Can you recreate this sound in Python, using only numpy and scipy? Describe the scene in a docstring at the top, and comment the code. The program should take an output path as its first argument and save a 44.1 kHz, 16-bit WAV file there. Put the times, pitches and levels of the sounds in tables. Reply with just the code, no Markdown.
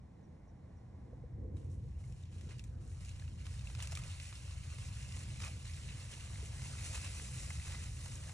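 """A snake slides over damp leaf litter: its belly scales hiss, leaves rustle and snap, the litter crunches.
A hand lowers it close to a camera, the coils settle, and it glides off into a hole in a bank.
The friction is noise mixed with tiny stick-slip crackles, crisper whenever a coil shoves.
Soft knocks and a dull finger rub come through the camera's case. Underneath lie a low wind
rumble and faint woodland air, and a far bird chips three times."""
import sys
import numpy as np
from scipy import signal
from scipy.fft import rfft, irfft, next_fast_len
from scipy.io import wavfile
from scipy.ndimage import uniform_filter1d, map_coordinates

SR = 44100
rng = np.random.default_rng(int(sys.argv[2]) if len(sys.argv) > 2 else 0)


def transcribe(u):
    """Save the signal u as a 16-bit wav file named by the first command-line argument.

    u: samples, shape (n,) or (channels, n), limited to [-1, 1]; the rate is SR.
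    q: integer samples, one column per channel.
    """
    v = np.clip(np.atleast_2d(u).T, -1, 1)
    q = np.round(v * 32767).astype(np.int16)
    wavfile.write(sys.argv[1], SR, q)


N = 367353

# Faders for the belly's steady glide: t/s, hiss/dB, rustle/dB, crunch/dB
GLIDE = [(1.5, -85, -90, -100), (2.2, -84, -76.5, -91), (2.58, -74.5, -74, -80), (2.76, -83, -81.5, -73),
         (3.34, -73, -73, -80), (3.56, -66, -67, -71), (4.05, -62, -61.5, -66), (4.25, -60, -62.5, -75),
         (4.48, -64.5, -64, -69), (5.25, -62, -62, -71.5), (5.7, -62, -62, -73.5), (6.45, -61, -63, -66),
         (6.92, -54.5, -57.5, -62.5), (7.42, -55, -62, -68.5), (7.8, -58, -60, -65.5),
         (7.93, -60, -65.5, -75.5), (8.33, -60.5, -63.5, -64)]
# Accents as a coil or the hand shoves into the leaves: t/s, length/s, hiss/dB, rustle/dB, crunch/dB
SHOVES = [(1.557, 0.089, -80, -82, -82), (1.695, 0.051, -77, -87, -91), (1.98, 0.25, -74.5, -87, -82),
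          (2.31, 0.16, -73, -76.5, -76.5), (2.486, 0.047, -71.5, -66, -69), (2.796, 0.21, -73, -80, -90),
          (3, 0.12, -67.5, -68.5, -91), (3.142, 0.14, -71.5, -71, -76), (3.373, 0.042, -82.5, -69, -79),
          (3.453, 0.0073, -63, -64, -72), (3.78, 0.07, -60.5, -59, -61.5), (4.32, 0.015, -86, -78, -65),
          (4.777, 0.1, -62.5, -67.5, -88), (5.066, 0.15, -63, -79, -76), (5.413, 0.061, -57.5, -59, -61.5),
          (5.878, 0.028, -76, -61, -65.5), (6.108, 0.081, -64, -66.5, -69), (6.588, 0.12, -64, -76, -86),
          (6.84, 0.06, -56.5, -70, -73), (6.925, 0.034, -55, -59, -60), (7.027, 0.043, -64, -59, -71),
          (7.678, 0.051, -72, -81, -65.5), (7.984, 0.16, -59.5, -70, -69.5), (8.27, 0.037, -81, -75, -70.5)]
# EQ for the scales, the leaves and the litter beneath: f/Hz, level/dB
HISS_EQ = [(1500, -8), (3400, -6), (4300, -3), (5400, 0), (7400, 3), (9200, 2.5), (10700, -2), (13000, -17),
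           (15000, -12)]
RUSTLE_EQ = [(400, -26), (900, -11), (1400, -10), (1850, -5), (2060, -1), (2230, -1), (2620, 1.5),
             (3100, 0), (3450, -4), (3850, -3), (4400, -3.5), (7000, -8.5), (15000, -32)]
CRUNCH_EQ = [(200, 4), (400, -3), (560, 4.5), (800, -2), (1000, 0.5), (1300, 0), (1700, -0.5), (2600, -30)]

def snake(slow_catch_db=1.0, fast_catch_db=0.8):
    """Scales brush the leaf tops, leaves bend and the litter is crushed; all catch and let go together."""
    hiss_db, rustle_db, crunch_db = curves(GLIDE)
    hiss_shove_db, rustle_shove_db, crunch_shove_db = np.transpose(SHOVES)[2:]
    scale_slips = crackles(per_second=800, centre_hz=6200, cycles=0.62, spread_db=2.5)
    hiss = rubbing(hiss_db, hiss_shove_db, scale_slips, HISS_EQ, patchy_db=1.5)
    leaf_slips = crackles(per_second=900, centre_hz=2480, cycles=0.62, spread_db=2.0)
    rustle = rubbing(rustle_db, rustle_shove_db, leaf_slips, RUSTLE_EQ, patchy_db=2.0)
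    litter_slips = crackles(per_second=1200, centre_hz=1570, cycles=0.63, spread_db=3.0)
    crunch = rubbing(crunch_db, crunch_shove_db, litter_slips, CRUNCH_EQ, patchy_db=3.5)
    catching = amp(slow_catch_db * wobble(22) + fast_catch_db * wobble(110))
    return catching * (with_leaf_rings(hiss + rustle) + crunch)


def rubbing(glide_db, shove_db, slips, eq, patchy_db, glide_crisp=0.18, shove_crisp=0.3):
    """Friction: fine slips merge into a hiss in a glide; in a shove more break out as crackles."""
    t = np.arange(N) / SR
    touchdown = np.clip((t - 1.51) / 0.06, 0, 1)  # the coils reach the leaves
    glide_power = (amp(glide_db) * touchdown) ** 2
    shove_power, age = np.zeros(N), t[:SR // 2]
    for (start, length, *_), db in zip(SHOVES, shove_db):
        attack = np.minimum(age / (0.092 * length), 1)
        release = np.exp(-np.maximum(age - length, 0) / 0.028)
        add(shove_power, start, (amp(db) * attack * release) ** 2)
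    power = glide_power + shove_power + 1e-20
    crackle_share = np.clip((glide_crisp * glide_power + shove_crisp * shove_power) / power, 0, 1)
    texture = np.sqrt(crackle_share) * slips + np.sqrt(1 - crackle_share) * rng.standard_normal((2, N))
    return np.sqrt(power) * unit(mic_ports(coloured(patchy(texture, patchy_db), eq)))


def crackles(per_second, centre_hz, cycles, spread_db):
    """Random tiny slips, each a ping fading by 1/e in `cycles`; a direct and a scattered copy."""
    when, pitch, strength, *phases = rng.random((int(per_second * N / SR), 5)).T[:, :, None]
    t = np.arange(256) / SR
    hz = np.clip(centre_hz * 4 ** (2 * pitch - 1), 200, SR / 3)  # two octaves either way
    size = amp(spread_db * np.minimum(-np.log(1 - strength), 4.5)) * np.sqrt(hz)
    envelope = size * np.exp(-t * hz / cycles)
    samples = ((when * N).astype(int) + np.arange(len(t))).ravel()
    copies = [envelope * np.sin(2 * np.pi * (hz * t + phase)) for phase in phases]
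    return np.array([unit(np.bincount(samples, pings.ravel())[:N]) for pings in copies])


def patchy(x, depth_db):
    """Each leaf passed rings in its own way: random gain over short patches of time and pitch."""
    spectrogram = signal.stft(x, nperseg=512)[2]
    patches = uniform_filter1d(rng.standard_normal(spectrogram.shape[1:]), size=3, axis=0)
    patches = uniform_filter1d(patches, size=6, axis=1)
    return signal.istft(spectrogram * amp(depth_db * patches / patches.std()), nperseg=512)[1][:, :N]


# Leaves that stay under the belly for a while: start/s, end/s, f/Hz, bandwidth/Hz, send level/dB
LEAF_RINGS = [(3.9, 5.4, 2730, 150, -9.5), (5.55, 6.8, 1750, 110, -11), (5.6, 8.3, 2010, 120, -9.5),
              (5.6, 8.3, 3860, 195, -17), (4.0, 8.3, 4260, 140, -22.5), (6.8, 7.9, 2570, 150, -6)]

def with_leaf_rings(rub, fade_s=0.21):
    """The rub plus a papery resonance from each leaf, fading as the belly rolls on and off it."""
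    out, t = rub.copy(), np.arange(N) / SR
    for start, end, hz, width, db in LEAF_RINGS:
        contact = np.clip(np.minimum(t - start, end - t) / fade_s, 0, 1)
        resonance = lambda f: 1j * f * width / (hz ** 2 - f ** 2 + 1j * f * width)
        out += amp(db) * filtered(rub * contact, resonance)
    return out


# Leaves and stalks breaking: t/s, level/dB, ring f/Hz, ring mix/dB, body EQ trim/dB, top EQ trim/dB
LEAF_SNAPS = [(1.569, -54.5, 3840, -14, -12, -7), (1.614, -59, 3580, -12, -17, -1),
              (2.0402, -54, 2160, -1, -24, -12), (2.123, -50, 5500, -12, -27, -7),
              (2.2363, -55, 3750, -1, -25, -7), (2.2545, -53, 1770, -21, -22, -12),
              (2.411, -49, 5970, -21, -26, -6), (2.517, -49, 2080, -1, -1, -14),
              (2.584, -50, 7550, -14, -25, -2), (2.594, -43, 2720, -10, -28, -10),
              (2.64, -43.5, 6700, -19, -29, 0), (3.049, -44.5, 6950, -8, -21, -6),
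              (3.058, -48, 6500, -12, -21, -4), (3.092, -42, 2260, -15, -23, -3),
              (3.197, -45, 2050, -10, -11, -7), (3.223, -48.5, 1720, 2, -14, -8),
              (3.2792, -48.5, 2780, -6, -6, -25), (3.456, -48, 4170, -24, -8, -8),
              (3.467, -40, 4050, -12, -6, -10), (3.593, -44.5, 3720, -4, -32, -10),
              (3.61, -45.5, 2600, -12, -23, -15), (3.657, -50, 3980, -10, -27, -8),
              (3.672, -39, 2670, -2, -38, -6), (3.6994, -46, 1360, -12, -5, -13),
              (3.75, -39, 2600, -10, -11, -10), (3.792, -43.5, 1350, -7, -19, -6),
              (3.803, -36, 2550, -13, -25, -26), (3.825, -31.5, 2900, -9, -7, 6),
              (3.832, -38, 5570, -16, -24, 0), (3.840, -40, 2430, -10, -10, -1),
              (3.847, -52, 2500, -10, -14, -1), (3.873, -35.5, 2650, -11, -14, 0),
              (3.913, -38, 5400, -12, -17, 2), (3.921, -34, 2690, -11, -1, -2.5),
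              (3.928, -37.5, 656, -4, -8, -3), (3.9524, -31, 8100, -11, -38, -3),
              (3.9625, -41.5, 2280, -1, -23, -14), (3.9723, -33, 2430, -9, -32, -9),
              (3.974, -39, 1250, -4, -16, 5), (3.99, -38.5, 1270, -14, -21, 1),
              (4.037, -41, 2500, -6, -27, -4), (4.1996, -37, 2660, -12, -25, -12),
              (4.255, -45, 2620, -9, -22, -10), (4.3264, -43, 2390, -8, -4, -17),
              (4.354, -44, 5360, -5, -27, -18), (4.703, -43.5, 2620, -1, -22, -17),
              (5.123, -43, 5530, -8, -25, -12), (5.234, -44, 7000, -10, -24, -8),
              (5.3604, -45, 2640, -11, -7, -18), (5.402, -38, 2350, -9, -6, -6),
              (5.421, -40, 5200, -1, -16, -8), (5.435, -39.5, 1180, -6, -9, -15),
              (5.440, -34.5, 2490, -2.5, 1, -9), (5.448, -35.5, 2370, -17, -10, 1),
              (5.460, -44, 2000, -15, -4, -13), (5.48, -43, 5280, -7, -10, -12),
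              (5.654, -45, 4220, -7, -20, -24), (5.736, -47, 5560, 1, -33, -10),
              (5.89, -41, 2720, -1, -43, -18), (6.137, -43, 5630, -12, -24, -12),
              (6.199, -45, 1980, -7, -13, -10), (6.358, -45, 2060, -3, -18, -18),
              (6.620, -41, 2270, -11, -3, -6), (6.7865, -45, 2610, -1, -12, -14),
              (6.947, -36.5, 7000, -7, -13, -8), (7.198, -40.5, 2050, -5, 5, -9),
              (7.5042, -35.5, 2080, -1.5, 0, -7), (7.598, -43, 2000, -4, -14, -16),
              (7.680, -37, 2470, -13, -8, 3), (7.7217, -39, 1880, -9, -22, -8),
              (7.7473, -37, 2060, -10, 1, -17), (7.753, -41.5, 1970, -9, -8, -10),
              (7.839, -41.5, 1910, -12, -5, -2), (8.060, -39.5, 1970, -13, 3, -10),
              (8.123, -45, 6700, -10, -16, -2), (8.155, -43, 6740, -2, -20, 8),
              (8.280, -48.5, 1670, 8, -6, -22), (8.294, -43, 1020, -6, 4, -22)]

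def leaf_snaps(crack_t60=0.01, crumble_t60=0.061, ring_t60=0.026, crack_db=6, scatter_db=-4):
    """A leaf gives way: a sharp crack, a short crumble and the leaf's own brief ring."""
    out, t = np.zeros((2, N)), np.arange(SR // 20) / SR
    for start, db, hz, ring_db, body_db, top_db in LEAF_SNAPS:
        envelope = amp(crack_db - 60 * t / crack_t60) + amp(-60 * t / crumble_t60)
        eq = [(200, body_db - 13), (750, body_db + 9), (2500, 4.8), (4200, 1.6),
              (7500, top_db + 8.5), (12000, top_db - 1), (15000, top_db - 6.5)]
        crack = coloured(rng.standard_normal((2, len(t))) * envelope, eq)
        ring = np.sin(2 * np.pi * hz * t) * amp(ring_db - 60 * t / ring_t60)
        snap = crack / np.abs(crack).max() + ring * amp([[0], [scatter_db]])
        add(out, start, amp(db) * snap / np.abs(snap).max())
    return mic_ports(out)


# Handling bumps, dead centre: t/s, peak level/dB, f/Hz
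KNOCKS = [(1.13, -51, 500), (1.237, -50, 486), (1.45, -48.5, 470), (1.461, -54, 420), (1.845, -60, 465),
          (2.488, -57, 383), (6.427, -51, 433), (7.218, -54, 420)]

def handling_knocks(t60=0.036, attack_s=0.0036):
    """Soft contacts near the camera, each one damped low mode."""
    out, t = np.zeros(N), np.arange(SR // 10) / SR
    envelope = amp(-60 * t / t60) * (1 - np.exp(-t / attack_s))
    for start, db, hz in KNOCKS:
        ring = np.sin(2 * np.pi * hz * t) * envelope
        add(out, start, amp(db) * ring / np.abs(ring).max())
    return out


# Fader for the finger rub: t/s, level/dB
GRIP_FADER = [(0, -68), (1.0, -65), (1.4, -55.5), (1.9, -65), (2.3, -66), (2.55, -64.5), (2.85, -66.5),
              (3.3, -67), (4.45, -74), (5.5, -63.5), (6.5, -70), (6.9, -64.5), (8.33, -69)]
# Boxy tone of the camera's case: f/Hz, level/dB
CASE_EQ = [(90, -24), (185, 8.5), (260, 1), (330, 1), (410, -6), (510, -1), (600, -18.5), (1000, -31.5),
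           (2500, -61)]

def grip(shift_db=2.8):
    """Fingers shift on the camera, heard dully through its case."""
    level_db = curves(GRIP_FADER)[0] + shift_db * wobble(7)
    return amp(level_db) * noise_bed(CASE_EQ)


# Fader for the wind: t/s, level/dB
WIND_FADER = [(0, -56.5), (0.8, -55), (1.3, -48.5), (1.42, -43.2), (2.08, -43.2), (2.25, -46.5),
              (3.3, -45.5), (3.8, -43), (4.38, -48.5), (4.55, -44.5), (5.7, -44.5), (6.27, -47.5),
              (6.5, -44), (7.3, -46), (7.58, -43), (8.33, -48)]
# EQ for the rumble, and the further low cut on its stereo side signal: f/Hz, level/dB
RUMBLE_EQ = [(15, -18), (25, -22.5), (40, -19.5), (52, 0.5), (63, -1.5), (76, 0.5), (87, 4), (100, -3.5),
             (120, -2), (150, -9), (175, -21.5), (210, -26.5), (280, -46.5), (500, -82)]
SIDE_EQ = [(40, -25), (90, -21), (160, -14), (260, -1)]

def wind(gust_db=1.0):
    """A deep, gently gusting rumble, nearly alike in both ears."""
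    mid, side = coloured(rng.standard_normal((2, N)), RUMBLE_EQ)
    running_rms = np.sqrt(np.abs(uniform_filter1d(mid ** 2, size=SR // 7)) + 1e-20)
    even_rumble = (mid + np.outer([1, -1], coloured(side, SIDE_EQ))) / running_rms
    return amp(curves(WIND_FADER)[0] + gust_db * wobble(8)) * even_rumble


# Tone of the wood's air: f/Hz, level/dB
AIR_EQ = [(90, -4.5), (185, 7), (270, -4.5), (380, -11), (750, -10), (900, -14.5), (1100, -16), (1250, -25),
          (2050, -22.5), (2600, -31.5), (4000, -34.5), (5800, -35), (10000, -39.5), (13000, -63)]
# Fader for the air, on top of its base level: t/s, level/dB
AIR_FADER = [(0, 7), (1.65, 8), (1.85, 3), (2.85, 4)]

def woodland_air(base_db=-69, swell_db=1.0):
    """A faint wash of air that drops as the camera is lowered and the bank shields it."""
    level_db = base_db + curves(AIR_FADER)[0] + swell_db * wobble(5.4)
    return amp(level_db) * noise_bed(AIR_EQ)


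# Far bird calls: t/s, level/dB, starting f/Hz
BIRD_CHIPS = [(.225, -84, 6260), (.47, -83, 6300), (0.759, -86, 6200)]

def bird(length_s=0.039, fall=0.14, hoarseness=0.29, direct_db=2, trees_t60=0.085):
    """Thin, falling, slightly hoarse chips, smeared by the trees."""
    chips, t = np.zeros(N), np.arange(SR // 5) / SR
    progress = np.minimum(t / length_s, 1)
    for start, db, hz in BIRD_CHIPS:
        jitter = uniform_filter1d(rng.standard_normal(len(t)), size=60)
        pitch = hz * (1 - fall * progress + hoarseness * jitter)
        add(chips, start, amp(db) * np.sin(np.pi * progress) * np.sin(2 * np.pi * np.cumsum(pitch) / SR))
    trees = rng.standard_normal((2, len(t))) * amp(-60 * t / trees_t60)
    reverb = signal.fftconvolve(chips[None], trees / np.linalg.norm(trees[0]), axes=1)[:, :N]
    return amp(direct_db) * chips + reverb


# How alike left and right are: f/Hz, coherence/0-1
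PORT_COHERENCE = [(230, 1), (450, .25), (780, .15), (1000, .6), (1750, .9), (2700, .87), (3300, .72),
                  (3520, .25), (4200, .75), (5450, .88), (6200, .8), (9000, .78), (10800, .72), (11550, 1)]
# How far left leads right: f/Hz, phase/rad
PORT_LEAD = [(60, 0), (420, -.5), (580, .6), (1050, .6), (1250, .3), (1850, .5), (2300, 1.3), (3420, 2.1),
             (3680, .1), (4300, 1.1), (4780, 3.1), (5250, 6.1), (7200, 7.5), (10800, 8.7), (11550, 9.42)]
# Balance, left minus right: f/Hz, level/dB
PORT_BALANCE = [(180, -2), (350, -1.5), (1200, -1.5), (2200, -1.5), (3000, -2.5), (3500, 1.5), (4500, -3),
                (5500, 0)]

def mic_ports(pair):
    """Stereo image: a direct and a scattered sound reach two microphone ports round the camera body."""
    width = lambda hz: np.arccos(np.clip(along(PORT_COHERENCE, hz), 0, 1)) / 2
    direct, scattered = filtered(pair, lambda hz: np.array([np.cos(width(hz)), np.sin(width(hz))]))
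    half = np.array([[0.5], [-0.5]])
    shade = lambda hz: amp(half * along(PORT_BALANCE, hz)) * np.exp(1j * half * along(PORT_LEAD, hz))
    return filtered(np.array([direct + scattered, direct - scattered]), shade)


def noise_bed(eq):
    """Steady stereo noise through an EQ, its centre at rms 1."""
    return unit(mic_ports(coloured(rng.standard_normal((2, N)), eq)))


def amp(db):
    """Decibels to gain."""
    return 10 ** (np.asarray(db) / 20)


def unit(x):
    """Scale to rms 1; a stereo pair is judged by its centre."""
    return x / np.sqrt(np.mean(np.atleast_2d(x).mean(0) ** 2) + 1e-20)


def along(points, hz):
    """(f/Hz, value) points read on a log frequency axis."""
    freqs, values = np.transpose(points)
    return np.interp(np.log(hz + 1), np.log(freqs + 1), values)


def curves(rows):
    """Automation: one value per sample for each column after the time."""
    times, *columns = np.transpose(rows)
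    return [np.interp(np.arange(N) / SR, times, column) for column in columns]


def wobble(rate):
    """A smooth random curve, rate knots a second."""
    return map_coordinates(rng.standard_normal(int(N * rate / SR) + 4), [np.arange(N) * rate / SR])


def filtered(x, response):
    """x through a response given as a function of frequency."""
    n = x.shape[-1]
    padded = next_fast_len(n + 4096)
    return irfft(rfft(x, padded) * response(np.fft.rfftfreq(padded, 1 / SR)), padded)[..., :n]


def coloured(x, eq):
    """x through an EQ of (f/Hz, level/dB) points."""
    return filtered(x, lambda hz: amp(along(eq, hz)))


def add(track, start_s, sound):
    """Mix a short sound into a track."""
    part = track[..., int(start_s * SR):][..., :sound.shape[-1]]
    part += sound[..., :part.shape[-1]]


def scene():
    """Snake and leaves up front, then handling noise, with the wood behind."""
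    return snake() + leaf_snaps() + handling_knocks() + grip() + wind() + woodland_air() + bird()


def record(dry):
    """The camera's band limit: a brick-wall high cut."""
    return filtered(dry, lambda hz: hz < 15760)


dry = scene()
out = record(dry)
transcribe(out)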